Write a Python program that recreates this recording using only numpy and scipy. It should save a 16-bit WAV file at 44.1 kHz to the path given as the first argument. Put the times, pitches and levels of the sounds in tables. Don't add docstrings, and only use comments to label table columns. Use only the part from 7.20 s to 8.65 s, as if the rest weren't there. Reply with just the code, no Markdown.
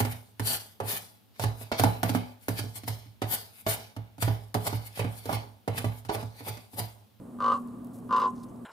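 import sys
import numpy as np
from scipy import signal
from scipy.fft import rfft, irfft
from scipy.io import wavfile
from scipy.ndimage import uniform_filter1d

SR = 44100
rng = np.random.default_rng(int(sys.argv[2]) if len(sys.argv) > 2 else 0)


def volts_from_decibels(level):
    exponent = np.asarray(level, float) / 20
    return 10 ** exponent


def unload_audio(sound):
    columns = np.transpose(np.atleast_2d(sound))
    steps = np.round(np.clip(columns, -1, 1) * 32767)
    wavfile.write(sys.argv[1], SR, steps.astype(np.int16))


N = 63945

# (time [s], effort [dB], neck resonance [Hz], pulse rate [1/s])
SQUAWKS = [
    [(.1868, -49, 1184, 64), (.203, -32.5, 1246, 55.6), (.228, -31, 1129, 49.5), (.25, -25.5, 1147, 54.4),
     (.28, -26, 1164, 51), (.3, -23, 1171, 52.5), (.322, -24.5, 1203, 55), (.336, -30.5, 1163, 57.7),
     (.366, -32, 1115, 55.33)],
    [(.8918, -48, 1194, 60), (.909, -30.5, 1213, 59.9), (.938, -27, 1111, 52.5), (.965, -26.5, 1147, 56.5),
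     (1.0, -28.5, 1200, 55.5), (1.02, -24.5, 1118, 51.5), (1.045, -25, 1116, 54), (1.066, -27.5, 1099, 54)],
]
# (centre [Hz], width [Hz], level [dB])
WINDPIPE = [
    [(399, 23, -13.5), (532, 39, -9), (680, 42, -28), (791, 33, -15), (920.7, 50, -20), (1035, 53, -2),
     (1403, 53, -14.5), (1556, 81, -30)],
    [(394, 18.4, -15), (514.4, 36, -15.5), (681.6, 21, -25), (785, 18.6, -25.5), (898, 50, -19.5),
     (1026.6, 35.6, 0.5), (1429, 39, -13), (1515, 41, -36)],
]
# (width [Hz], level [dB])
NECK = [(50, 3), (55, -4.5)]
# (centre [Hz], width [Hz], level [dB])
BEAK = [
    [(1780, 470, 1.5), (2980, 254, 9), (3590, 270, 4.5), (4240, 610, 4), (6400, 1500, -11.5),
     (7900, 250, -3.5), (10000, 3160, -21.5)],
    [(1760, 440, -1), (2876, 200, 6.5), (3690, 470, 0.5), (5000, 420, -1.5), (6190, 400, -9.5),
     (7520, 397, -10.5), (10000, 3000, -28.5)],
]
# (time [s], length [s], level [dB], centre [Hz])
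SCRATCHES = [(0.385, .04, -67, 10000), (0.733, 0.034, -61.5, 10000), (.765, 0.037, -66, 10500),
             (0.825, 0.067, -74, 11170), (0.965, 0.0092, -56, 9500), (0.982, 0.038, -62.5, 10000),
             (1.07, 0.038, -64.5, 7200), (0.337, 0.043, -63.5, 7800), (1.153, 0.069, -69.5, 5670),
             (1.229, 0.015, -63.5, 4540), (1.232, 0.019, -63.5, 9100), (1.285, 0.014, -70, 6700)]
# (time [s], level [dB], centre [Hz])
TICKS = [(.4, -63.5, 10000), (.427, -69, 12400), (.474, -56.5, 10000), (.484, -63.5, 4800),
         (.533, -74, 10900), (.646, -53, 11400), (.646, -65, 4100), (.67, -56, 12500), (.67, -64, 7500),
         (.766, -68, 12330), (.787, -54.5, 8930), (.787, -64, 15000), (.845, -66, 10000), (1.18, -61, 4660),
         (1.198, -62.5, 5000), (1.208, -69, 6200), (1.296, -69, 7600), (1.36, -66, 5000)]
# (frequency [Hz], width [Hz], level [dB])
HUM = [(117.1, 3.6, -57), (203.3, 20, -55), (240.35, 2.83, -43), (265.3, 4.6, -53)]
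# (frequency [Hz], density [dB per Hz])
RUMBLE = [(15, -55), (25, -24.5), (114, -5), (189, -0.5), (261, -4), (353, -7), (928, -19), (1130, -20),
          (1800, -40), (2340, -79), (3960, -120)]
# (frequency [Hz], density [dB per Hz])
HISS = [(880, -18), (1500, -14), (1920, -8), (2650, -10), (3040, -8), (5680, -13), (9100, -2.5),
        (15600, -11)]
# (frequency [Hz], coherence [-1..1])
COHERENCE = [(60, 1), (130, 0.95), (290, 0.75), (640, 0.61), (1410, 0.32), (3100, 0.16), (6820, 0.63),
             (15000, 1)]
# (frequency [Hz], lead [rad])
BACKGROUND_LEAD = [(0, 1), (520, -0.6), (2240, 1), (2670, 0.0), (15300, 0.3)]
# (frequency [Hz], level [dB])
BACKGROUND_TILT = [(60, 1), (240, -0.5), (950, -2), (3770, -1), (15000, 0.0)]
# (frequency [Hz], lead [rad])
HEN_LEAD = [(0, 0), (3270, 0.31), (3620, 0.67), (5770, 0.2), (15300, -0.1)]

BEAK_DB, BEAK_FADE_DB = [-25.5, -24], [-15.5, -36]
BEAK_WIDEST = [0.21, 0.4]
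BEAK_UNEVEN_DB = [-0.4, 3.]
CHEST_DB = [-13, -12.5]
PAN_DB = [1.5, 0.67]

SECOND_SNAP_S, SECOND_SNAP_DB = 0.0051, -3.5
THIRD_SNAP_S, THIRD_SNAP_DB = 0.0115, -5
PUFF_CYCLES, RELEASE_S, UNEVEN_DB = 0.4, 0.008, 1.47
ROUGH_START, ROUGH_END = 0.08, 0.22
AIRY_START, AIRY_END = 0.5, 0.93
CHEST_ROUGH, CHEST_GLIDE, DARKEN_DB = 0.35, 0.73, -10

GRAINS_PER_S, TICK_S = 1300, 0.00257
SLAP_T60_S, SLAP_DB = 0.13, -3.5
YARD_T60_S, YARD_DB = 1.38, -21
HUM_CLEAN = 0.86
RUMBLE_DB, HISS_DB = -48, -68.5


def evened(x):
    return x / np.sqrt(np.mean(x ** 2) + 1e-20)


def read(points, hz):
    f, value = np.transpose(points)
    return np.interp(np.log(hz + 1), np.log(f + 1), value)


def add(mix, start_s, sound):
    part = mix[..., round(start_s * SR):][..., :sound.shape[-1]]
    part += sound[..., :part.shape[-1]]


def resonate(x, hz, width_hz):
    turn = np.exp(2j * np.pi * np.cumsum(hz * np.ones(len(x))) / SR)
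    r = np.exp(-np.pi * width_hz / SR)
    return 2 * (turn * signal.lfilter([1 - r], [1, -r], x / turn + 1e-18)).real


def ring(x, modes):
    out = np.zeros(len(x))
    for j, (hz, width_hz, db) in enumerate(modes):
        out += (-1) ** j * volts_from_decibels(db) * resonate(resonate(x, hz, width_hz), hz, 5 * width_hz)
    return out


def ports(x, lead):
    half = .5j * read(lead, np.fft.rfftfreq(N, 1 / SR))
    return irfft(rfft(x) * np.exp([half, -half]), N)


def squawk(k):
    s, effort_db, neck_points_hz, rate = np.transpose(SQUAWKS[k])
    t = s[0] + np.arange(round(.3 * SR)) / SR
    along = np.clip((t - s[0]) / (s[-1] - s[0]), 0, 1)
    turns = np.cumsum(np.interp(t, s, rate)) / SR
    cycle = turns.astype(int)

    first = np.diff(cycle, prepend=-1)
    second = volts_from_decibels(SECOND_SNAP_DB) * np.roll(first, round(SECOND_SNAP_S * SR))
    third = volts_from_decibels(THIRD_SNAP_DB) * np.minimum(5 * along, 1) * np.roll(first, round(THIRD_SNAP_S * SR))
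    snaps = evened(first + second + third)
    noise = rng.standard_normal((2, len(t)))
    puffs = (np.exp(-(turns % 1) / PUFF_CYCLES) + 0.67 * along ** 2) * noise
    pipe_puffs, beak_puffs = evened(puffs[0]), evened(puffs[1])

    chance = rng.standard_normal(40)
    cycle_db = np.interp(t[first > 0], s, effort_db)[cycle] + UNEVEN_DB * chance[cycle]
    effort = volts_from_decibels(cycle_db) * np.exp(-np.maximum(t - s[-1], 0) / RELEASE_S)

    rough = ROUGH_START + (ROUGH_END - ROUGH_START) * along
    airy = AIRY_START + (AIRY_END - AIRY_START) * along
    drive = (1 - rough) * snaps + rough * pipe_puffs
    chest = evened(first) + CHEST_ROUGH * rough * pipe_puffs
    rasp = (1 - airy) * snaps + airy * beak_puffs
    gape_db = BEAK_FADE_DB[k] * (along - BEAK_WIDEST[k]) ** 2
    rasp = rasp * volts_from_decibels(gape_db + BEAK_UNEVEN_DB[k] * (-1) ** cycle * (along < .65))

    neck_hz = np.interp(t, s, neck_points_hz)
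    glide = (neck_hz / neck_points_hz.mean()) ** CHEST_GLIDE
    chest_modes = [(hz * glide, width, db) for hz, width, db in WINDPIPE[k][:5]]
    top = [(hz, width, db + 5 + DARKEN_DB * along) for hz, width, db in WINDPIPE[k][6:]]
    pipe_modes = [WINDPIPE[k][5], *top, (neck_hz, *NECK[k])]

    def voiced(x, modes):
        return ring(x * effort, modes) / np.std(ring(x, modes))

    call = voiced(drive, pipe_modes)
    call = call + volts_from_decibels(CHEST_DB[k]) * voiced(chest, chest_modes)
    call = call + volts_from_decibels(BEAK_DB[k]) * voiced(rasp, BEAK[k])
    return s[0], call


def walls(x, t60_s, start_s, dull_hz):
    t = np.arange(SR) / SR
    shared = rng.choice([-1., 1.], SR) * (rng.random(SR) < .04)
    own = rng.choice([-1., 1.], (2, SR)) * (rng.random((2, SR)) < .04)
    taps = (shared + 0.9 * own) * volts_from_decibels(-60 * t / t60_s) * (t > start_s)
    taps = taps / np.linalg.norm(taps[0])
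    taps = signal.lfilter(*signal.butter(1, dull_hz, fs=SR), taps)
    return signal.fftconvolve(x[None], taps, axes=1)[:, :N]


def gravel():
    out = np.zeros(N)
    t = np.arange(4000) / SR
    for start_s, length_s, db, hz in SCRATCHES:
        chance, size, sign = rng.random((3, 4000))
        hits = (chance < GRAINS_PER_S / SR) * volts_from_decibels(-4 * np.log(size + 1e-3)) * np.sign(sign - .5)
        grains = hits + 1.5 * (sign - .5)
        shape = np.minimum(t / .001, 1) * np.exp(-np.maximum(t - length_s, 0) / 0.0016)
        bright = evened(resonate(resonate(grains, hz, .5 * hz), hz, 0.76 * hz))
        add(out, start_s, volts_from_decibels(db) * shape * bright)
    t = np.arange(400) / SR
    for start_s, db, hz in TICKS:
        click = evened(resonate(rng.standard_normal(400), hz, .4 * hz))
        add(out, start_s, volts_from_decibels(db) * np.exp(-t / TICK_S) * click)
    return out * volts_from_decibels([[1.], [-1.]])


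def hum():
    t, out = np.arange(N) / SR, np.zeros(N)
    for hz, width_hz, db in HUM:
        steady = np.sqrt(2) * np.sin(2 * np.pi * (hz * t + rng.random()))
        fuzz = evened(resonate(rng.standard_normal(2 * N), hz, width_hz)[N:])
        out += volts_from_decibels(db) * (HUM_CLEAN * steady + np.sqrt(1 - HUM_CLEAN ** 2) * fuzz)
    return ports(out, BACKGROUND_LEAD)


def air():
    frames, hz = N // 256 + 5, np.fft.rfftfreq(1024, 1 / SR)
    a, b, c, d, patches = rng.standard_normal((frames, 513, 5)).T
    patches = uniform_filter1d(patches, size=10, axis=0)
    patches = evened(uniform_filter1d(patches, size=12, axis=1))
    same = read(COHERENCE, hz)[:, None]
    left = a + 1j * b
    right = same * left + np.sqrt(1 - same ** 2) * (c + 1j * d)
    turn = np.exp(-1j * read(BACKGROUND_LEAD, hz)) / volts_from_decibels(read(BACKGROUND_TILT, hz))
    z = np.array([left, right * turn[:, None]]) * volts_from_decibels(0.97 * patches)

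    def coloured(spectrum):
        shaped = z * volts_from_decibels(read(spectrum, hz))[:, None]
        return evened(signal.istft(shaped, nperseg=1024, noverlap=768)[1][:, :N])

    return volts_from_decibels(RUMBLE_DB) * coloured(RUMBLE) + volts_from_decibels(HISS_DB) * coloured(HISS)


def scene():
    hen, side_db = np.zeros(N), np.zeros(N)
    for k in range(len(SQUAWKS)):
        start_s, call = squawk(k)
        add(hen, start_s, call)
        side_db[round(start_s * SR):] = PAN_DB[k] / 2
    direct = ports(hen, HEN_LEAD) * volts_from_decibels([side_db, -side_db])
    slap = volts_from_decibels(SLAP_DB) * walls(hen, SLAP_T60_S, 0.0066, 2100)
    yard = volts_from_decibels(YARD_DB) * walls(hen, YARD_T60_S, 0.017, 1400)
    return direct + slap + yard + gravel() + hum() + air()


def roll_off(x):
    return signal.sosfilt(signal.butter(12, 15740, fs=SR, output="sos"), x)


def record(dry):
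    edge = signal.firwin(511, 15780, window=("kaiser", 9), fs=SR)
    mix = signal.oaconvolve(dry, edge[None], "same")
    return roll_off(mix)


dry = scene()
out = record(dry)
unload_audio(out)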